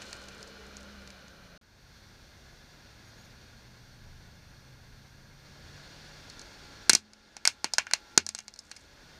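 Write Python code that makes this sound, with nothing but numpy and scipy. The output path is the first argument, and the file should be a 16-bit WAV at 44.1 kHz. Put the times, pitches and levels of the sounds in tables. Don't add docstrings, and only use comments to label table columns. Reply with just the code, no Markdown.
import sys
import numpy as np
from scipy import signal
from scipy.fft import rfft, irfft, next_fast_len
from scipy.io import wavfile
from scipy.ndimage import uniform_filter1d, minimum_filter1d, map_coordinates

SR = 44100
rng = np.random.default_rng(int(sys.argv[2]) if len(sys.argv) > 2 else 0)


def file_out(sig):
    cols = np.atleast_2d(sig).T
    lim = np.clip(cols, -1, 1)
    pcm = np.round(lim * 32767).astype(np.int16)
    wavfile.write(sys.argv[1], SR, pcm)


N = 405279

# frequency in Hz, gain in dB.
SHELL_SPECTRUM = [(60, -5), (250, 3), (400, 0.5), (560, -1), (850, 2), (1200, -1), (1600, 3), (2500, -0.5),
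                  (3500, 0), (4300, 9.5), (6500, 10), (8500, 4.5), (11000, -6.5), (15000, -25)]


def toy_cracks():
    # start in seconds, level in dB, t60 in seconds, panel ring in Hz, splinter ring in Hz,
    # hollowness in dB, thump in dB.
    breaks = [(6.299, -47, 0.022, 2150, 4360, -14.5, -8), (6.3939, -45.5, 0.019, 1650, 4220, -11.5, -9),
              (6.4145, -49, 0.044, 1430, 6350, -15, -4), (6.895, 3, .049, 1560, 4130, 2.5, 2),
              (6.932, -5.5, 0.041, 2220, 6100, -1, 5), (6.95, -3, .028, 2350, 5660, -5, -1),
              (7.134, -40.5, 0.012, 2260, 4920, -1.5, -8.5), (7.3668, -33, .016, 800, 5695, 4.5, 4.5),
              (7.4523, -13, 0.027, 2250, 4640, 6.5, -17), (7.4744, -8.5, 0.019, 1570, 5180, -2, -13.5),
              (7.6435, -19, 0.015, 900, 4500, 5, 6), (7.7363, -20.5, 0.0087, 898, 5080, -8.5, -18),
              (7.783, -13.5, 0.01116, 1622, 5460, 7, -7), (7.868, -35.5, 0.014, 1506, 6300, 19, -15),
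              (7.9112, -33, 0.023, 1500, 4370, 13, -20), (7.935, -15, 0.017, 2070, 4255, 1, -14.5),
              (8.1765, -0.5, .021, 1410, 6676, 0, 6.5), (8.2646, -23.5, .021, 1650, 5720, -8, -26),
              (8.2897, -23, 0.0255, 2180, 7300, -5.5, -20), (8.349, -25.5, 0.017, 1464, 7830, -3, -5.5),
              (8.38, -42, .025, 2040, 5880, -2, -6), (8.388, -30, 0.02, 2860, 6220, 3, -21),
              (8.4036, -41.5, 0.0167, 2780, 6410, 2, -9), (8.481, -35, 0.011, 2170, 4600, -1, -21),
              (8.539, -42.5, 0.012, 1480, 5030, -12, -20), (8.5606, -47.5, .019, 1440, 4200, -0.5, -9),
              (8.5902, -35, .021, 2220, 5290, -20, -11.5), (8.7141, -35.5, 0.033, 1670, 4230, 4.5, -18),
              (8.7637, -43, 0.077, 2120, 5085, 2, -10)]
    # resonance in Hz, width in Hz, lift in dB.
    toy_modes = [(380, 58, 3.5), (904, 130, 1), (1110, 120, 2), (1480, 110, 4), (1680, 62, 3.5),
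                 (2197, 110, 6.5), (2400, 130, 3), (2780, 77, 5), (3003, 140, -6), (4290, 140, 4.5),
                 (5083, 220, 4.5), (5800, 190, 2.5), (6450, 290, 3.5), (7500, 170, -0.5), (8900, 360, 4.5)]
    # time in seconds, gain in dB.
    echo_gain = [(6.9, .5), (7.7, 3), (7.95, -1), (8.17, -6), (8.3, 1.5)]
    out = np.zeros(N)
    boom = tyre_ring()
    for s, level_db, t60, panel_hz, splinter_hz, hollow_db, thump_db in breaks:
        echo_db = np.interp(s, *np.transpose(echo_gain))
        crack = fracture(level_db, t60, panel_hz, splinter_hz, hollow_db, thump_db, echo_db, toy_modes)
        add(out, s, crack)
        add(out, s, amp(level_db + .3 * thump_db) * boom)
    return out


def onion_snaps():
    # start in seconds, level in dB, t60 in seconds, splinter ring in Hz, hollowness in dB.
    snaps = [(.019, -46.5, 0.027, 4210, 4), (.129, -40.6, 0.027, 4400, 5.5), (.2848, -49, 0.033, 4190, 3),
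             (0.4281, -46.5, .018, 5010, -14), (0.7684, -46.5, 0.0072, 6720, -14),
             (1.0749, -51.5, 0.0155, 4320, 2.5), (1.1034, -50, 0.024, 4560, 6.5),
             (1.2816, -57.5, 0.02, 6400, 0)]
    onion_hz = 2430
    out = np.zeros(N)
    for s, level_db, t60, splinter_hz, hollow_db in snaps:
        snap = fracture(level_db, t60, onion_hz, splinter_hz, hollow_db, thump_db=-8, echo_db=1.5)
        add(out, s, snap)
    return out


def fracture(level_db, t60, panel_hz, splinter_hz, hollow_db, thump_db, echo_db, modes=()):
    # frequency in Hz, gain in dB.
    reflection = [(100, -11), (230, -8.5), (500, -12), (1500, -6), (2000, -4.5), (2600, 1), (3200, -1),
                  (4500, -12), (6500, -13.5), (9000, -22), (14000, -16)]
    t = np.arange(8192) / SR
    hz = np.fft.rfftfreq(len(t), 1 / SR)
    jerks = rng.standard_normal(len(t)) * amp(2 * rng.standard_normal(len(t)))
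    split = np.exp(-(t / (.11 * t60)) ** 3)
    edge_chatter = amp(-8.5 - 60 * t / .018)
    attack = 1 - np.exp(-t / .00034)
    burst = jerks * (split + edge_chatter) * attack
    burst_power = uniform_filter1d(np.abs(rfft(burst)) ** 2, size=60)
    burst_colour = np.sqrt(np.abs(burst_power) + 1e-12)
    ring = 1 + 1.9 * bump(hz, panel_hz, 240) + 1.42 * bump(hz, splinter_hz, 440)
    doublings = np.log2(t60 / .02)
    knock_db = 3 + .4 * hollow_db - 3.5 * doublings
    bright_db = 1 + .1 * level_db + 1.5 * doublings + .8 * echo_db
    lifts = [(380, thump_db), (620, knock_db), (1400, hollow_db), (2900, hollow_db),
             (3900, .0027), (6800, 0), (8500, bright_db)]
    colour = resonant_gain(hz, SHELL_SPECTRUM, modes) * amp(along(lifts, hz))
    colour *= band(hz, 115, SR, order=2)
    colour /= np.sqrt(np.mean((colour * ring) ** 2) / (SR / 100))
    direct = causal(burst, lambda f: colour * ring / burst_colour)
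    reflected = causal(signal.unit_impulse(len(t)), lambda f: colour * amp(along(reflection, f) + echo_db))
    return amp(level_db) * (direct + underside_echo(reflected))


def underside_echo(x):
    # frequency in Hz, t60 in seconds.
    decay_times = [(150, 0.14), (600, 0.098), (2000, 0.11), (6000, 0.1), (14000, 0.13)]
    hz, t, spectra = signal.stft(rng.standard_normal(SR // 4), SR, nperseg=256)
    decay = amp(-60 * t / along(decay_times, hz)[:, None])
    _, tail = signal.istft(spectra * decay, SR, nperseg=256)
    tail *= 1 - np.exp(-(np.arange(len(tail)) / SR / .0012) ** 2)
    return signal.fftconvolve(x, tail / np.linalg.norm(tail))[:len(x)]


def tyre_ring():
    # frequency in Hz, t60 in seconds, level in dB.
    modes = [(213, 1.4, -52), (84, 0.54, -44)]
    t = np.arange(2 * SR) / SR
    return sum(np.sqrt(2) * np.sin(2 * np.pi * hz * t) * amp(db - 60 * t / t60) for hz, t60, db in modes)


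def grit():
    # start in seconds, end in seconds, number of ticks, base level in dB.
    runs = [(0, 0.169, 38, -42), (0.167, 0.498, 26, -43.5), (0.497, 1.3, 6, -43), (8.205, 8.868, 55, -43)]
    impulses = np.zeros(N)
    for start, end, count, db in runs:
        position, weakness = rng.random((int(count), 2)).T
        samples = ((start + (end - start) * position) * SR).astype(int).clip(0, N - 1)
        impulses[samples] += amp(db + 7.5 - 9.9 * weakness)
    ticks = causal(impulses, lambda hz: amp(along(SHELL_SPECTRUM, hz)) * band(hz, 3800, 13000, order=3))
    return ticks + amp(-6) * underside_echo(ticks)


def engine_at_toy():
    # time in seconds, frequency in Hz, level in dB.
    hum_track, firing_track = [(2.7, 103.8, -71), (3.9, 124.4, -61), (4.8, 129.5, -60), (5.3, 139.3, -63),
                               (5.65, 142, -58.5), (6.15, 149, -62.5), (6.6, 152.7, -78), (7.2, 154, -84.5)], [(1.6, 31.7, -67), (3.1, 37, -67), (3.7, 30.8, -67.5),
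                                                 (4.1, 24.7, -60), (5.2, 26.3, -64.5), (5.6, 28, -68),
                                                 (6.4, 24.7, -66), (7.1, 24, -80)]
    # multiple of the firing rate, gain in dB.
    harmonics = [(1, -0.5), (2, -13), (3, -4.5), (4, -2), (7, -11)]
    # pitch in Hz, gain in dB.
    belt_tones = [(1381, 1.5), (843, -2.5)]
    # time in seconds, level in dB.
    belt_load, whirr, rumble = [(5.5, -90), (6.2, -71.5), (6.9, -67), (8.1, -63.5), (8.3, -64), (8.7, -84),
                                (9.19, -78)], [(1.95, -60.5), (3.2, -59), (4.0, -61), (5.38, -61.5),
                                              (5.46, -59), (5.8, -55), (6.87, -55), (7.25, -53.5),
                                              (7.8, -57.5), (8.07, -56.5), (8.4, -59.5), (8.75, -57.5),
                                              (9.19, -57.5)], [(1.95, -59.5), (2.6, -60.5), (3.3, -58),
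                                                               (6.3, -58), (7.3, -57.5), (8, -63.5),
                                                               (8.6, -62), (9, -58)]
    # frequency in Hz, gain in dB.
    bay_spectrum = [(20, -6), (45, -3.5), (75, -3.5), (130, -9), (200, -9), (420, -14.5), (1200, -18.5),
                    (1700, -19), (3000, -22), (4400, -22.5), (6500, -24), (8000, -34.5), (12400, -49.5),
                    (15000, -51.5)]
    # resonance in Hz, width in Hz, lift in dB.
    cover_modes = [(564, 44, 2.5), (855, 33, 2), (1217, 130, -2), (1440, 110, 6.5), (1649.8, 180, 7.5),
                   (2135, 100, 4.5), (3030, 170, -6), (3544, 76, 4), (4350, 110, 7.5), (4675, 95, 5),
                   (5900, 220, 5), (6086, 270, -10), (6510, 272, 0), (7500, 2200, -4.5)]
    hum_hz, hum_db = curves(hum_track)
    hum = amp(hum_db + 2 * wobble(11)) * tone(hum_hz * (1 + .008 * wobble(14)))
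    firing_hz, idle_db = curves(firing_track)
    firing_hz *= 1 + .006 * wobble(12)
    idle = amp(idle_db + 1.7 * wobble(6.3)) * harmonic_tone(firing_hz, harmonics)
    load_db, = curves(belt_load)
    belts = sum(amp(load_db + db + 1.7 * wobble(27)) * tone(hz * (1 + .007 * wobble(50)))
                for hz, db in belt_tones)
    noise = engine_bay(whirr, rumble, bay_spectrum, cover_modes, hiss_db=-1.5)
    return noise + idle + hum + belts


def engine_at_onion():
    # time in seconds, frequency in Hz, level in dB.
    exhaust_track = [(0, 66.3, -63), (.5, 65.9, -63.5), (.92, 69.3, -56), (1.3, 62.4, -66.5),
                     (1.55, 57.8, -68)]
    # time in seconds, level in dB.
    whirr, rumble = [(0, -49), (.05, -51), (.32, -53), (.92, -54.5), (1.55, -58)], [(0, -58.5), (1.55, -59)]
    # frequency in Hz, gain in dB.
    bay_spectrum = [(12, -40), (20, -7), (68, -5.5), (158, -8.5), (198, -9.5), (310, -8.5), (558, -7),
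                    (897, -15), (1480, -8.5), (2600, -19), (4300, -19.5), (6720, -26.5), (12400, -46.5),
                    (14700, -43), (16000, -65)]
    # resonance in Hz, width in Hz, lift in dB.
    cover_modes = [(410, 70, -1), (568.4, 54, 5), (850, 29.4, 6), (1160, 270, 0), (1406, 100, 5.5),
                   (1545, 103, 5), (1950, 89, 0.5), (2387, 153, 8), (2600, 180, -0.5), (2940, 66, 6),
                   (3270, 300, -2.5), (4240, 113, 7), (6750, 500, -1.5), (8060, 1400, -8.5)]
    hz, exhaust_db = curves(exhaust_track)
    hz *= 1 + .011 * wobble(13.87)
    exhaust = amp(exhaust_db) * (tone(hz) + amp(1.2) * tone(3 * hz))
    tread_db, = curves([(.2, -76), (.6, -55.5), (1.1, -90)])
    tread = amp(tread_db) * coloured_noise(lambda f: bump(f, 440, width=70))
    return exhaust + tread + engine_bay(whirr, rumble, bay_spectrum, cover_modes, hiss_db=-3)


def engine_bay(whirr, rumble, spectrum, cover_modes, hiss_db):
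    whirr_db, = curves(whirr)
    rumble_db, = curves(rumble)
    effort_db = whirr_db - np.mean([db for s, db in whirr])
    treble_db = whirr_db + hiss_db + .25 * effort_db
    bands = [(22, 250, rumble_db, .7), (250, 2800, whirr_db, .7), (2800, 15500, treble_db, .5)]
    out = np.zeros(N)
    for low_hz, high_hz, db, flutter_db in bands:
        noise = coloured_noise(lambda f: resonant_gain(f, spectrum, cover_modes) * band(f, low_hz, high_hz))
        out += noise * amp(db + flutter_db * wobble(45))
    return out


def shudder(peak_s=5.68, half_length_s=.091, hz=85, glide_hz_per_s=130):
    t = np.arange(N) / SR - peak_s
    return amp(-55) * np.exp(-(t / half_length_s) ** 2) * tone(hz + glide_hz_per_s * t)


def squeaks():
    # start in seconds, length in seconds, fundamental in Hz, level in dB.
    events = [(3.05, .02, 3370, -70), (3.073, .028, 3285, -66.5), (3.175, 0.035, 3310, -68),
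              (3.202, 0.029, 3350, -68), (3.24, 0.026, 3335, -66)]
    # multiple of the fundamental, gain in dB.
    overtones = [(2, 0), (3, -11), (4, -10)]
    out = np.zeros(N)
    for s, length, hz, db in events:
        swell = signal.windows.tukey(int(length * SR))
        pitch = hz * (1 + .01 * wobble(900)[:len(swell)])
        add(out, s, amp(db) * swell * harmonic_tone(pitch, overtones))
    return out


def whines():
    # frequency in Hz, level in dB.
    partials = [(4301, -76), (4630, -83.5), (5674, -76.5), (6202, -77), (9469, -84), (11838, -89),
                (14207, -82)]
    tones = sum(amp(db) * tone(hz + 5 * wobble(40)) for hz, db in partials)
    return tones + amp(-78.5) * coloured_noise(lambda hz: band(hz, 6000, 11000, order=3))


def limiter(x, ceiling_db=-11, window_s=.0097, recovery_db_per_s=10):
    power = np.abs(uniform_filter1d(x ** 2, size=int(window_s * SR)))
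    over_db = np.maximum(10 * np.log10(power + 1e-20) - ceiling_db, 0)
    recovered_db = recovery_db_per_s * np.arange(N) / SR
    cut_db = np.maximum.accumulate(over_db + recovered_db) - recovered_db
    return x * uniform_filter1d(minimum_filter1d(amp(-cut_db), size=128), size=128)


def amp(db):
    return 10 ** (np.asarray(db) / 20)


def along(points, hz):
    f, v = np.transpose(points)
    return np.interp(np.log(hz + 1), np.log(f + 1), v)


def curves(rows):
    s, *cols = np.transpose(rows)
    return [np.interp(np.arange(N) / SR, s, c) for c in cols]


def wobble(rate):
    knots = rng.standard_normal(int(N * rate / SR) + 4)
    return map_coordinates(knots, [np.arange(N) * rate / SR])


def filtered(x, gain):
    size = next_fast_len(len(x) + 8192)
    return irfft(rfft(x, size) * gain(np.fft.rfftfreq(size, 1 / SR)), size)[:len(x)]


def coloured_noise(gain):
    noise = filtered(rng.standard_normal(N), gain)
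    return noise / np.sqrt(np.mean(noise ** 2) + 1e-20)


def causal(x, gain, size=8192):
    magnitude = np.maximum(gain(np.fft.rfftfreq(size, 1 / SR)), 1e-5)
    cepstrum = irfft(np.log(magnitude))
    cepstrum[1:size // 2] *= 2
    cepstrum[size // 2 + 1:] = 0
    return signal.fftconvolve(x, irfft(np.exp(rfft(cepstrum))))[:len(x)]


def band(hz, lo, hi, order=6):
    return 1 / np.sqrt((1 + (lo / (hz + 1)) ** (2 * order)) * (1 + (hz / hi) ** (2 * order)))


def bump(hz, centre, width):
    return 1 / (1 + (2 * (hz - centre) / width) ** 2)


def resonant_gain(hz, spectrum, modes):
    return amp(along(spectrum, hz) + sum(db * bump(hz, centre, width) for centre, width, db in modes))


def tone(hz):
    return np.sqrt(2) * np.sin(2 * np.pi * np.cumsum(hz) / SR)


def harmonic_tone(hz, harmonics):
    return sum(amp(db) * tone(round(k) * hz) for k, db in harmonics)


def add(out, s, x):
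    room = out[max(round(s * SR), 0):][:len(x)]
    room += x[:len(room)]


def scene():
    first_end_s, second_start_s = 1.577, 1.613
    fade_db, fade_s = -7, .334
    t = np.arange(N) / SR
    first = t < first_end_s
    second = (t > second_start_s) * amp(fade_db * np.clip(1 - (t - second_start_s) / fade_s, 0, 1))
    car = first * engine_at_onion() + second * (engine_at_toy() + shudder())
    car += (first + second) * whines()
    return (car + toy_cracks() + onion_snaps() + grit() + squeaks())[None]


def record(dry):
    limited = limiter(dry[0])
    saturated = limited / (1 + np.abs(limited / .95) ** 4) ** (1 / 4)
    return filtered(saturated, lambda hz: band(hz, 0, 15500, order=60))[None]


dry = scene()
out = record(dry)
file_out(out)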